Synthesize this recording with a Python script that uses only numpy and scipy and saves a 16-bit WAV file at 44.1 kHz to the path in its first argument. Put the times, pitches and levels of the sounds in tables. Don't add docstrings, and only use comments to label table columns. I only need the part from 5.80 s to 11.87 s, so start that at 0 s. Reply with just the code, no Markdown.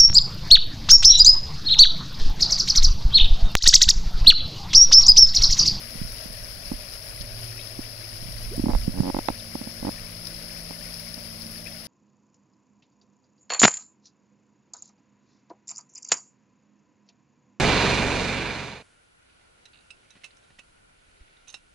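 import sys
import numpy as np
from scipy import signal
from scipy.fft import rfft, irfft, next_fast_len
from scipy.io import wavfile
from scipy.ndimage import map_coordinates

SR = 44100
rng = np.random.default_rng(int(sys.argv[2]) if len(sys.argv) > 2 else 0)


def rack_gain(trim_db):
    fader = np.asarray(trim_db, float)
    return 10 ** (fader / 20)


def unload_wav(signal):
    wavfile.write(
        sys.argv[1],
        SR,
        np.round(np.clip(np.atleast_2d(signal).T, -1, 1) * 32767).astype(np.int16),
    )


N = 267687


def unit(x):
    return x / np.sqrt(np.mean(x ** 2) + 1e-20)


def along(f, v, hz):
    return np.interp(np.log(hz + 1), np.log(np.asarray(f) + 1), v)


def curves(rows):
    s, *cols = np.transpose(rows)
    return [np.interp(np.arange(N) / SR, s, c) for c in cols]


def wobble(rate_hz):
    knots = rng.standard_normal(int(N * rate_hz / SR) + 4)
    return map_coordinates(knots, [np.arange(N) * rate_hz / SR])


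def filtered(x, response):
    m = next_fast_len(N + 8192)
    return irfft(rfft(x, m) * response(np.fft.rfftfreq(m, 1 / SR)), m)[..., :N]


def add(track, s, sound):
    i = max(round(s * SR), 0)
    track[..., i:i + sound.shape[-1]] += sound[..., :N - i]


def ring(hz, t60, attack, t, lead=0):
    shape = rack_gain(-60 * t / t60) * (1 - np.exp(-t / attack)) ** 2
    return np.sin(2 * np.pi * (hz * t + lead)) * shape / shape.max()


def swells(rows):
    t = np.arange(N) / SR
    return np.sqrt(sum(rack_gain(2 * db - 12 * ((t - s) / half_s) ** 2) for s, db, half_s in rows))


def pair(spectrum, alike):
    def gain(hz):
        turn = np.arccos(np.clip(along(*np.transpose(alike), hz), -1, 1)) / 2
        return rack_gain(along(*np.transpose(spectrum), hz)) * [np.cos(turn), np.sin(turn)]

    mid, side = filtered(rng.standard_normal((2, N)), gain)
    return unit(np.array([mid + side, mid - side]))


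def droplets(count, size, low_hz, span, cycles, spread_db):
    draw = rng.random((count, 3))
    hz = low_hz * span ** draw[:, 1:2]
    turns = hz * np.arange(size) / SR
    level = rack_gain(-spread_db * np.log(1 - draw[:, 2:])) * np.sqrt(hz)
    shape = np.exp(-2 * turns / cycles) * (1 - np.exp(-turns / 0.54))
    grain = level * np.sin(2 * np.pi * turns * (1 + 0.054 * turns / cycles)) * shape
    at = (draw[:, :1] * N).astype(int) + np.arange(size)
    return unit(np.bincount(at.ravel(), grain.ravel(), N + size)[:N])


# time in seconds, pitch in Hz, level in dB.
PASSING = [
    (1.3, 410, -70.5),
    (1.5, 395, -64),
    (1.75, 368, -60),
    (1.95, 350, -65),
    (2.15, 342, -74),
]


def traffic():
    hz, db = curves(PASSING)
    falling = np.gradient(hz) < 0
    whine = rack_gain(db + 2.7 * wobble(11.8)) * falling * np.sin(2 * np.pi * np.cumsum(hz) / SR)
    return np.sqrt(2) * whine * rack_gain([[-1], [1.5]])


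# frequency in Hz, level in dB per Hz.
AIR_SPECTRUM = [(12, -48), (20, -2), (38, -0.5), (70, -3.5), (106, -2), (229, -6.5), (273, -5), (393, -13),
                (604, -3.5), (805, -17), (900, -26), (1170, -31), (1980, -120)]
# frequency in Hz, left-right likeness as a fraction.
AIR_ALIKE = [(30, 1), (130, 0.83), (300, 0.32), (450, 0.83), (600, .8), (900, 0.15)]


def air():
    return rack_gain(-50.0 + 0.92 * wobble(31)) * pair(AIR_SPECTRUM, AIR_ALIKE)


MULTIPLES = [
    [2],
    [3],
    [4],
    [6],
]
# peak time in seconds, peak in dB, half length in seconds.
SWELLS = [
    [(0.4, -49.5, 0.42), (1.65, -42.5, 0.24), (2.05, -46.5, 0.3), (2.9, -43.5, 0.51), (4.2, -53.5, 0.45),
     (5.4, -69, 0.61)],
    [(0.7, -59.5, 0.45), (2.75, -54.5, .25), (3.8, -53, .2), (4.7, -48, 0.63), (5.7, -48.5, 0.34)],
    [(0, -57, 0.5), (0.9, -59, 0.15), (1.65, -57.5, 0.19), (2.95, -51, .3), (3.85, -49.5, .25),
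     (4.5, -54, 0.64), (5.7, -45, 0.33)],
    [(2.3, -62, 0.27), (3, -60, 0.27), (3.85, -56.5, 0.14), (4.6, -58.5, 0.23), (5.75, -62.5, 0.3)],
]


def engine():
    firing_hz, sag_hz_per_s = 58, 0.42
    t = np.arange(N) / SR
    turns = (firing_hz - sag_hz_per_s * t / 2) * t + 0.0032 * wobble(4.92)
    unsteady_db = 2 * np.array([wobble(6) for _ in SWELLS])
    level = np.array([swells(rows) for rows in SWELLS]) * rack_gain(unsteady_db)
    drone = np.sqrt(2) * (level * np.sin(2 * np.pi * turns * MULTIPLES)).sum(0)
    return np.array([np.roll(drone, 6), drone]) * rack_gain([[-2.5], [1.8]])


# frequency in Hz, level in dB.
PUMP_TONES = [(41, -55), (100, -54)]


def pump():
    t = np.arange(N) / SR
    hum = np.zeros(N)
    for hz, db in PUMP_TONES:
        level = np.sqrt(2) * rack_gain(db + 3 * wobble(3))
        hum += level * np.sin(2 * np.pi * hz * t + 0.8 * wobble(3))
    return hum * rack_gain([[-1.5], [1.5]])


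def drain():
    ebb_db_per_s = 0.73
    gurgle = droplets(count=1800, size=1500, low_hz=548.6, span=1.186, cycles=12, spread_db=1.8)
    gurgle = gurgle * rack_gain(-56.0 - ebb_db_per_s * np.arange(N) / SR)
    return np.array([rack_gain(2.0) * np.roll(gurgle, 5), rack_gain(-3.0) * gurgle])


# start in seconds, peak in dB, pitch in Hz.
BUBBLES = [(0.179, -41, 2890), (0.3694, -48, 4180), (1.6994, -41, 2460), (1.7878, -34, 3310),
           (1.775, -36, 2260), (1.8344, -51, 2200), (3.5897, -36.5, 3280), (4.1674, -38, 2100),
           (5.05, -40, 1980), (5.854, -31.5, 2250)]


def bubbles():
    out, t = np.zeros((2, N)), np.arange(SR // 20) / SR
    for (s, db, hz), luck in zip(BUBBLES, rng.random((len(BUBBLES), 5, 2))):
        for late, off in luck:
            pitch_hz = hz * (1.15 - 0.396 * off) * (1 + 2.8 * t)
            level = rack_gain(db - 2.0 - 7.5 * off) * rack_gain([[0], [-15]])
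            add(out, s + 0.024 * late, level * ring(pitch_hz, 0.045, 0.00087, t))
    return out


def trickle_and_hiss():
    level_db, ebb_db_per_s = -43, 0.1833
    near = droplets(count=9000, size=160, low_hz=934, span=17.56, cycles=5.1, spread_db=1.5)
    glitter = droplets(count=9000, size=160, low_hz=872, span=24.1, cycles=7.5, spread_db=-1.5)
    trickle = droplets(count=2500, size=900, low_hz=1290, span=8, cycles=25.7, spread_db=1.0)
    flow = np.array([0.39 * near + 0.31 * trickle, 0.83 * glitter + 0.4 * trickle])
    flow = flow + rng.standard_normal((2, N))
    shared_db = level_db - ebb_db_per_s * np.arange(N) / SR + 0.65 * wobble(16)
    return flow * rack_gain(shared_db + np.array([0.5 * wobble(40), 0.83 * wobble(24)]))


# start in seconds, level in the left port's whistle in dB, spray in dB.
SUCKS = [(0.105, -43, -44), (0.3214, -28, -39), (0.5277, -29, -43), (0.9294, -31, -47), (1.41, -17.5, -50),
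         (1.4154, -18, -49), (1.4214, -34, -51), (1.6422, -23, -41.5), (2.29, -24, -48),
         (2.5215, -21.5, -48), (2.6294, -31, -40.5), (2.7644, -26.5, -38.5), (3.746, -28, -44),
         (4.1094, -39, -42), (4.3664, -28, -47), (4.4523, -21, -51), (4.469, -17, -41), (4.563, -24, -48),
         (4.682, -23, -50), (4.7694, -29, -52), (5.1412, -22, -46), (5.1957, -26, -40), (5.3415, -20, -43),
         (5.6186, -23.5, -44), (5.6655, -25, -47), (5.7133, -42, -41), (5.8691, -26, -47)]


def lip_smacks():
    t = np.arange(SR // 40) / SR
    smack, spray = np.zeros((2, N))
    smack, spray = np.zeros((2, N)), np.zeros((2, N))
    puffs = rng.standard_normal((len(SUCKS), 2, len(t)))
    for (s, db, spray_db), puff in zip(SUCKS, puffs):
        add(smack, s, rack_gain(db - 4.5 - 60 * t / 0.022) * puff * (1 - np.exp(-t / 0.0005)))
        add(spray, s, rack_gain(spray_db + 5 - 60 * t / 0.074) * puff)
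    smack = filtered(smack, lambda hz: 1 / (1 + (hz / 6000) ** 8) / (1 + (3300 / (hz + 1)) ** 4))
    return smack + filtered(spray, lambda hz: 1 / (1 + (6500 / (hz + 1)) ** 6))


# frequency in Hz, left in dB per Hz, right in dB per Hz.
PORTS = [(400, -6, -23), (1370, -9.5, -20.5), (2200, -4, -22.5), (3690, -7.5, -25.5), (4440, -0.5, -28.5),
         (5204, 8, -31), (6100, -9, -30), (6950, -12.5, -30.5), (7550, -26.5, -23.5), (8580, -13.5, -24),
         (8980, -14, -10.5), (10860, 1.5, -6.5), (11770, -10, -10), (14000, -16.5, -21), (15500, -11, -26)]


def water():
    f, left_db, right_db = np.transpose(PORTS)

    def ports(hz):
        edge = 1 / (1 + (350 / (hz + 1)) ** 4)
        return edge * rack_gain([along(f, left_db, hz), along(f, right_db, hz)])

    return rack_gain(11) * filtered(trickle_and_hiss() + lip_smacks(), ports)


# peak time in seconds, peak in dB, half length in seconds.
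LEANS = [(0.24, -36, 0.059), (0.5, -45, 0.039), (0.69, -47.5, 0.15), (0.93, -38, 0.043), (1.3, -40, 0.012),
         (1.42, -36, 0.022), (1.6, -48, 0.065), (2.01, -43, 0.029), (2.5, -36.5, 0.082),
         (2.64, -33.5, 0.05), (2.83, -31, .07), (2.96, -23, 0.065), (3.1, -30, .04), (3.2, -24.5, 0.019),
         (3.35, -39, 0.063), (3.52, -37, 0.015), (4.07, -42.5, 0.056), (4.24, -50, 0.036)]
# frequency in Hz, level in dB per Hz.
HEAVE_COLOUR = [(8, -11), (20, 11), (40, 5), (80, -4), (150, -20.5), (300, -51)]


def heave():
    rest_db, settle_db_per_s = -49, 1.25
    rest = rack_gain(rest_db - settle_db_per_s * np.arange(N) / SR + 1.24 * wobble(6.9))
    rumble = pair(HEAVE_COLOUR, [(30, 0.9), (100, 0.32)])
    return (rest + swells(LEANS)) * rumble * rack_gain([[-2.5], [2.1]])


# time in seconds, pitch in Hz, level in dB.
SQUEAK = [
    (2.70, 293, -61),
    (2.715, 336, -39.5),
    (2.74, 466, -38.5),
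    (2.761, 647, -43),
    (2.775, 680, -58),
]


def squeak():
    hz, db = curves(SQUEAK)
    rising = np.gradient(hz) > 0
    tone = rack_gain(db - 1.0 + 3.2 * wobble(200)) * rising * np.sin(2 * np.pi * np.cumsum(hz) / SR)
    return tone * rack_gain([[3], [2.5]])


# start in seconds, thud in dB, thud pitch in Hz.
PUSHES = [(0.2166, -18.5, 160), (0.4575, -27.5, 186), (1.4107, -26.5, 125), (1.991, -20, 259),
          (2.427, -30, 145), (2.457, -30.5, 174), (2.487, -27.5, 143), (3.0797, -9.5, 188),
          (3.2041, -6.5, 164), (5.009, -36, 162.5), (5.66, -35, 225), (5.7, -40, 225.4), (5.769, -39, 221)]
# start in seconds, thud in dB, thud pitch in Hz.
LETGOES = [(0.1555, -27.5, 190), (0.2496, -29.5, 162), (0.503, -32, 157), (0.917, -19, 242),
           (0.9369, -29, 240), (2.779, -18, 244), (2.796, -13.5, 258), (2.8394, -11.5, 249),
           (2.8668, -11.5, 232), (2.8919, -11.5, 252), (2.9554, -19.5, 155), (3.094, -26, 235),
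           (3.199, -19, 275), (3.2227, -20, 151)]
# first slip in seconds, last slip in seconds, first ring in dB, last in dB.
CREAKS = [
    (2.8957, 2.9196, -24.5, -29),
    (2.9341, 2.9494, -23, -20.5),
    (3.1415, 3.185, -43.5, -33.5),
    (3.233, 3.2998, -31.5, -23),
    (3.3446, 3.3886, -22.5, -18.5),
    (3.4868, 3.5013, -14, -26),
    (3.754, 3.8729, -29.5, -37.5),
    (4.029, 4.0499, -34.5, -26),
    (4.0693, 4.0896, -26, -26.5),
]
SLIP_COUNTS = [4, 2, 5, 7, 3, 2, 3, 2, 3]
CREAK_WAYS = [1, 1, -1, -1, -1, -1, -1, -1, -1]
# time in seconds, ring in dB.
UNEVEN = [.0005, 1.5]
# start in seconds, ring in dB.
TICKS = [(0.917, -31), (1.991, -35.5), (2.8578, -26), (2.8837, -22.5), (3.2041, -24.5), (4.9082, -31.5),
         (5.3787, -40)]


def moves():
    push_ring_db, faintest_ring_db = -30, -66
    mid_ring_db, slip_thud_db, tick_thud_db = -28, -19, -8
    thud_db_per_ring_db, slip_hz, hz_per_ring_db = 0.55, 255, 3.5
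    rows = []
    for touches, way in ((PUSHES, 1), (LETGOES, -1)):
        for s, db, hz in touches:
            rows.append((s, db, hz, max(db + push_ring_db, faintest_ring_db), way))
    slips = [(s, db, tick_thud_db, -1) for s, db in TICKS]
    for (first, last, first_db, last_db), n, way in zip(CREAKS, SLIP_COUNTS, CREAK_WAYS):
        even = np.linspace([first, first_db], [last, last_db], n)
        for s, db in even + rng.standard_normal((n, 2)) * UNEVEN:
            slips.append((s, db, tick_thud_db * (way > 0), way))
    for s, db, less_db, way in slips:
        sharper_db = db - mid_ring_db
        thud_db = slip_thud_db + less_db + thud_db_per_ring_db * min(sharper_db, 6)
        rows.append((s, thud_db, slip_hz + hz_per_ring_db * sharper_db, db, way))
    return rows


# frequency in Hz, right in dB, left in dB, t60 in seconds.
SHELL = [(542, -1.5, -12.5, 0.013), (688, -24, -6, 0.016), (854, 0, -23, 0.015), (950, -13, -22, .017),
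         (1334, -13.5, -14, 0.014), (2120, -11, -26, .01), (2600, -12.5, -26, 0.0064),
         (3580, -8, -24, 0.0025)]


def grip():
    out, t = np.zeros((2, N)), np.arange(SR // 25) / SR
    rows = moves()
    for (s, db, hz, ring_db, way), luck in zip(rows, rng.standard_normal((len(rows), len(SHELL)))):
        sharp = ring_db > db - 20
        left_db = np.interp(hz, [170, 230], [-12, -6])
        soft_cycles = np.interp(hz, [190, 230], [0.45, 0.2 if sharp else 0.32])
        t60 = np.interp(hz, [190, 230], [2.4, 3.5 if sharp else 4]) / hz
        right_thud = ring(hz, t60, soft_cycles / hz, t, lead=0.04)
        left_thud = ring(1.08 * hz, t60, 0.6 / hz, t, lead=0.2)
        add(out[1], s - 0.28 / hz, way * rack_gain(db + 2.5) * right_thud)
        add(out[0], s + 0.05 / hz, way * rack_gain(db + left_db + 2.5) * left_thud)
        bright_db_per_octave = max(0.3 * (ring_db + 19), -2)
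        for (f, right_db, left_db, mode_t60), g in zip(SHELL, luck):
            mode_db = ring_db + 0.5 + bright_db_per_octave * np.log2(f / 860) + 1.5 * g
            mode = way * rack_gain(mode_db) * ring(f, mode_t60, min(0.7 / f, 700 / f ** 2), t)
            add(out[1], s - 0.0006, rack_gain(right_db) * mode)
            add(out[0], s + 0.0002, rack_gain(left_db) * mode)
    return out


def scene():
    background = traffic() + air() + engine() + pump()
    pond = drain() + bubbles() + water()
    hand = heave() + squeak() + grip()
    return background + pond + hand


def top_cut(x):
    return signal.sosfilt(signal.butter(12, 15830, fs=SR, output="sos"), x)


def record(dry):
    mix = filtered(dry, lambda hz: hz < 15750)
    return top_cut(mix)


dry = scene()
out = record(dry)
unload_wav(out)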